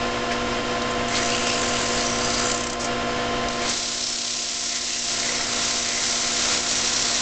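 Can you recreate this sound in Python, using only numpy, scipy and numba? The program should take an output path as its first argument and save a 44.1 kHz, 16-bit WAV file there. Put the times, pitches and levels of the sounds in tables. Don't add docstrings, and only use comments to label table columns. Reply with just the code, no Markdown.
import sys
import numpy as np
from scipy import signal
from scipy.fft import rfft, irfft
from scipy.io import wavfile
from scipy.ndimage import uniform_filter1d
from numba import njit

SR = 44100
rng = np.random.default_rng(int(sys.argv[2]) if len(sys.argv) > 2 else 0)


def to_wav(sig):
    pcm = np.clip(np.atleast_2d(sig), -1, 1) * 32767
    pcm = np.round(pcm).astype(np.int16)
    wavfile.write(sys.argv[1], SR, pcm.T)


N = 317961
TIME = np.arange(N) / SR
FREQ = np.fft.rfftfreq(N, 1 / SR)
TURN_HZ, DRIVE_HZ = 33.48, 348.3

# (multiple of DRIVE_HZ, rms level [dB], share of the drone's sinking)
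DRIVE_WHINE = [(1, -42.5, 1), (2, -35, 0.93), (3, -36.5, 1.1), (4, -43.5, 1), (5, -45, 1.4), (6, -49, 1.4),
               (8, -47.5, 2), (9, -45, .7), (11, -54.5, 1)]
# (pitch [Hz], rms level [dB], waver [Hz], share of the drone's sinking)
MOTOR_HUM = [(119.4, -43.5, 0.24, 0.99), (240.2, -35, 0.37, 0.9), (295.3, -42.5, 1, 0.78),
             (362.1, -43, 1.5, 0.77), (492, -34.5, 0.38, 1.39), (559, -46.5, 1.5, 1.2),
             (606.4, -44.5, 1.2, 0.7), (633, -46.5, 1.2, 1.4), (773.6, -47, 1.2, 1.2),
             (981, -52, 0.95, 1.2), (1320, -45.5, 0.82, 0.88), (5140, -49.5, 16, 1)]
# (frequency [Hz], relative level [dB])
RUMBLE_SPECTRUM = [(10, 6.5), (25, -0.5), (55, 2), (85, -1.5), (140, -7.5), (260, -3.5), (450, -4.5),
                   (720, -9), (870, -7.5), (1200, -4.5), (2100, -5), (3700, -10), (7400, -16.5),
                   (9000, -47)]
# (centre [Hz], width [Hz], level [dB])
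HOUSING_MODES = [(393, 48, -48), (590, 155, -37.5), (692, 45, -41), (970, 220, -42.5), (1373, 170, -46.5),
                 (3046, 270, -45), (5120, 80, -52)]
# (time [s], gain [dB])
DRONE_GAIN = [(0, .5), (2.5, 0), (2.76, -3.5), (2.92, .5), (3.45, .5), (3.52, -2), (3.66, -1.5),
              (3.78, -9.5), (4.3, -13.5), (5.03, -13), (5.15, -8.5), (5.53, -6), (5.85, -8.5), (6.1, -8.5),
              (6.5, -6), (6.66, -7.5), (7.21, -7.5)]
# (time [s], level [dB])
LIGHT_LEVEL = [(1.08, -35), (1.15, -30), (1.3, -31), (1.75, -29.5), (2.2, -31), (2.5, -29), (2.62, -38),
               (2.76, -42)]
# (time [s], level [dB])
FIRM_LEVEL = [(3.5, -36.5), (3.58, -38.5), (3.72, -27.5), (3.8, -29.5), (4.45, -29), (5.0, -28),
              (5.15, -26.5), (5.45, -29), (5.68, -25.5), (5.92, -28), (6.06, -25), (6.33, -26.5),
              (6.54, -23.5), (6.62, -28.5), (6.72, -25.5), (7.21, -25)]
# (frequency [Hz], relative level [dB])
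LIGHT_SPECTRUM = [(1500, -20.5), (3000, -2), (3550, -6.5), (3950, -4.5), (4300, -4), (4750, 0), (5550, -5),
                  (6050, 0.5), (6550, -0.5), (7250, 1), (7900, -5.5), (9000, -30)]
# (frequency [Hz], relative level [dB])
FIRM_SPECTRUM = [(800, -29.5), (2000, -10.5), (3200, -6), (4100, -2), (4600, -2.5), (5700, 0.5),
                 (6600, -1.5), (7400, -2), (8000, -9), (9000, -30.5)]
# (frequency [Hz], relative level [dB])
RASP_SPECTRUM = [(60, -5.5), (250, -8), (600, -4.5), (1150, -3), (1420, 1), (1700, -3.5), (2100, 0),
                 (3000, -6.5), (4200, -2), (8000, -24)]
SHEET_MODES = {"woody": (1390, 150, -25), "hollow": (2040, 290, -19), "nasal": (2780, 410, -20),
               "hard": (4400, 600, -21), "reedy": (4870, 240, -20), "sharp": (5330, 270, -18),
               "shrill": (5810, 450, -17), "thin": (7200, 280, -21.5)}
# (middle time [s], half length [s], level [dB], resonance name)
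GRIP_SHIFTS = [(1.175, 0.12, -29, "hollow"), (1.333, .08, -29, "nasal"), (1.33, .09, -34.5, "hard"),
               (1.475, 0.17, -30, "nasal"), (1.755, 0.082, -31.5, "nasal"), (2.0, 0.06, -29.5, "hard"),
               (2.11, 0.16, -30.5, "shrill"), (2.33, 0.39, -35.5, "reedy"), (2.35, 0.22, -35, "woody"),
               (2.485, 0.11, -29.5, "thin"), (4.07, 0.13, -31.5, "sharp"), (5.3, .26, -34.5, "hollow"),
               (5.96, .24, -34, "hollow"), (6.9, 0.29, -32.5, "shrill")]
# (frequency [Hz], relative level [dB])
SCRAPE_SPECTRUM = [(1000, 4), (7400, 2.5), (8200, -1.5), (9000, -16)]
# (time [s], length [s], level [dB], centre [Hz], width [Hz])
EDGE_CATCHES = [(.307, .032, -24, 2100, 1800), (.312, .035, -32, 4750, 3000),
                (.818, 0.01, -28.5, 4500, 3000), (.905, .025, -36, 7160, 2500),
                (1.083, .008, -33, 7100, 3000), (1.148, 0.048, -24, 4200, 3500),
                (2.302, 0.0045, -19.5, 5200, 4000), (2.339, 0.0092, -21, 4570, 1200),
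                (2.371, .012, -26, 4900, 1800), (2.793, 0.071, -30.5, 6200, 5000),
                (2.84, 0.032, -30.5, 6000, 3500), (3.484, .0082, -23.5, 4960, 3500),
                (3.688, 0.028, -25, 6500, 5000)]


def motor(sink_db, shake=0.21, slip=0.0005, scatter_hz=0.77):
    drive_hz = DRIVE_HZ * (1 + slip * walk(4.64))
    whine = hum = 0
    for multiple, db, share in DRIVE_WHINE:
        tone = np.sin(angle(multiple * drive_hz + scatter_hz * walk(8.4)))
        whine += undb(db + share * sink_db) * tone * (1 + shake * walk(20))
    for hz, db, waver_hz, share in MOTOR_HUM:
        tone = np.sin(angle(hz + waver_hz * walk(12.7)))
        hum += undb(db + share * sink_db) * tone * (1 + 0.16 * walk(24))
    return np.sqrt(2) * (whine + hum)


def bearings(turn, rumble_db=-30.0, throb=0.053):
    rumble = undb(rumble_db) * colour(grit(1.4), RUMBLE_SPECTRUM)
    housing = sum(undb(db) * ring(rng.standard_normal(N), hz, width) for hz, width, db in HOUSING_MODES)
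    return (rumble + housing) * (1 + throb * np.sin(2 * turn)) * undb(.5 * walk(12.0))


def sanding(levels, sink_db, spectrum, hiss_db, rasp_db, grit_db, shift_db, ring_db):
    scratches = colour(grit(grit_db), spectrum)
    shimmer = sum((undb(shift_db * walk(14)) - 1) * bandpass(scratches, np.full(N, hz), 800.)
                  for hz in np.arange(3000., 8000., 1000.))
    hiss = undb(hiss_db) * unit(scratches + shimmer)
    rasp = undb(rasp_db + 1.59 * sink_db) * colour(grit(grit_db), RASP_SPECTRUM)
    contact = gate(levels[0][0], levels[-1][0], fade_samples=600)
    return contact * undb(curve(levels)) * (hiss + rasp + undb(ring_db) * sheet_murmur())


def pressure(turn, once, twice, flutter_db):
    bumps = np.exp(once * np.cos(turn) + twice * np.cos(2 * turn))
    return unit(bumps * undb(flutter_db * walk(120)))


def sheet_mode(scratches, name):
    hz, width, _ = SHEET_MODES[name]
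    return ring(ring(scratches, hz, width), hz, 4 * width)


def sheet_murmur(swell_db=5.0, swell_hz=5):
    scratches = grit(6.6)
    return sum(undb(db) * unit(sheet_mode(scratches, name) * undb(swell_db * walk(swell_hz)))
               for name, (_, _, db) in SHEET_MODES.items())


def sheet_rings(gain_db):
    out, scratches = np.zeros(N), grit(3.7)
    for middle, half_length, db, name in GRIP_SHIFTS:
        span = np.abs(TIME - middle) < half_length
        swell = np.cos(np.pi / 2 * (TIME[span] - middle) / half_length) ** 2
        out[span] += undb(db + gain_db) * swell * sheet_mode(scratches[span], name)
    return out


def brushes(catches):
    out, scratches = np.zeros(N), colour(grit(1.3), SCRAPE_SPECTRUM)
    for start_s, length, db, hz, width in catches:
        start = int(start_s * SR)
        progress = TIME[:int(3 * length * SR)] / length
        span = slice(start, start + len(progress))
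        swell = 4 * progress * np.exp(1 - 4 * progress)
        out[span] += undb(db) * swell * ring(ring(scratches[span], hz, width), hz, width)
    return out


def slaps(count=8, start_s=2.511, gap_s=.0311, length_s=0.013, db=-27.5, fade_db_per_s=4):
    centre_hz, width_hz = 6200, 5600
    return [(start_s + age, length_s, db - fade_db_per_s * age, centre_hz, width_hz)
            for age in gap_s * np.arange(count)]


def chatter(turn, start_s=3.68, end_s=4.4, db=-35.5, centre_hz=4300, width_hz=3000):
    loose = gate(start_s, end_s, fade_samples=4000)
    buzz = ring(ring(grit(1.2), centre_hz, width_hz), centre_hz, width_hz)
    return undb(db) * loose * buzz * unit(np.exp(np.cos(turn)))


def workshop(x, wet_db=-15, decay_s=0.16):
    age = TIME[:SR // 3]
    echo = rng.standard_normal(len(age)) * np.exp(-np.log(1000) * age / decay_s) * (age > .003)
    echo /= np.sqrt(np.sum(echo ** 2))
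    return x + undb(wet_db) * signal.fftconvolve(x, echo)[:N]


def undb(db):
    return 10 ** (np.asarray(db) / 20)


def unit(x):
    return x / np.sqrt(np.mean(x ** 2))


def curve(points):
    return np.interp(TIME, *np.transpose(points))


def gate(start_s, end_s, fade_samples):
    return uniform_filter1d(1. * ((TIME > start_s) & (TIME < end_s)), size=fade_samples)


def colour(x, points):
    hz, db = np.transpose(points)
    gain = undb(np.interp(np.log(FREQ + 1), np.log(hz), db))
    return unit(irfft(rfft(x) * gain, N))


def walk(rate):
    return unit(irfft(rfft(rng.standard_normal(N)) / (1 + (FREQ / rate) ** 4), N))


@njit
def bandpass(x, hz, width_hz):
    out, band_state, low_state = np.empty(len(x)), 0., 0.
    for i in range(len(x)):
        tuning, damping = np.tan(np.pi * hz[i] / SR), width_hz / hz[i]
        band = (band_state + tuning * (x[i] - low_state)) / (1 + tuning * (tuning + damping))
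        band_state = 2 * band - band_state
        low_state += 2 * tuning * band
        out[i] = damping * band
    return out


def ring(x, hz, width_hz):
    return unit(bandpass(x, hz * np.ones(len(x)), float(width_hz)))


def grit(spread_db):
    noise = rng.standard_normal(N)
    sizes = np.repeat(rng.standard_normal(N // 8 + 1), 8)[:N]
    return noise * undb(spread_db * sizes)


def angle(hz):
    return 2 * np.pi * (np.cumsum(hz) / SR + rng.random())


def scene():
    turn = angle(TURN_HZ * (1 + 0.0027 * walk(1.7)))
    sink_db = curve(DRONE_GAIN)
    machine = motor(sink_db) + bearings(turn) * undb(sink_db)
    light = sanding(LIGHT_LEVEL, sink_db, LIGHT_SPECTRUM,
                    hiss_db=0, rasp_db=-4.5, grit_db=0.0, shift_db=1.5, ring_db=4.5)
    light *= pressure(turn, once=0.068, twice=0.13, flutter_db=1.7)
    firm = sanding(FIRM_LEVEL, sink_db, FIRM_SPECTRUM,
                   hiss_db=1.06, rasp_db=5.5, grit_db=2.5, shift_db=0.6, ring_db=-0.5)
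    firm *= pressure(turn, once=0.1, twice=0.077, flutter_db=0.27)
    rings = sheet_rings(gain_db=-0.5) * pressure(turn, once=0.35, twice=0.41, flutter_db=-1.5)
    paper = light + firm + rings + chatter(turn) + brushes(EDGE_CATCHES + slaps())
    return (machine + workshop(paper))[None]


def record(dry):
    return signal.sosfilt(signal.cheby1(16, .1, 8700, fs=SR, output="sos"), dry)


dry = scene()
out = record(dry)
to_wav(out)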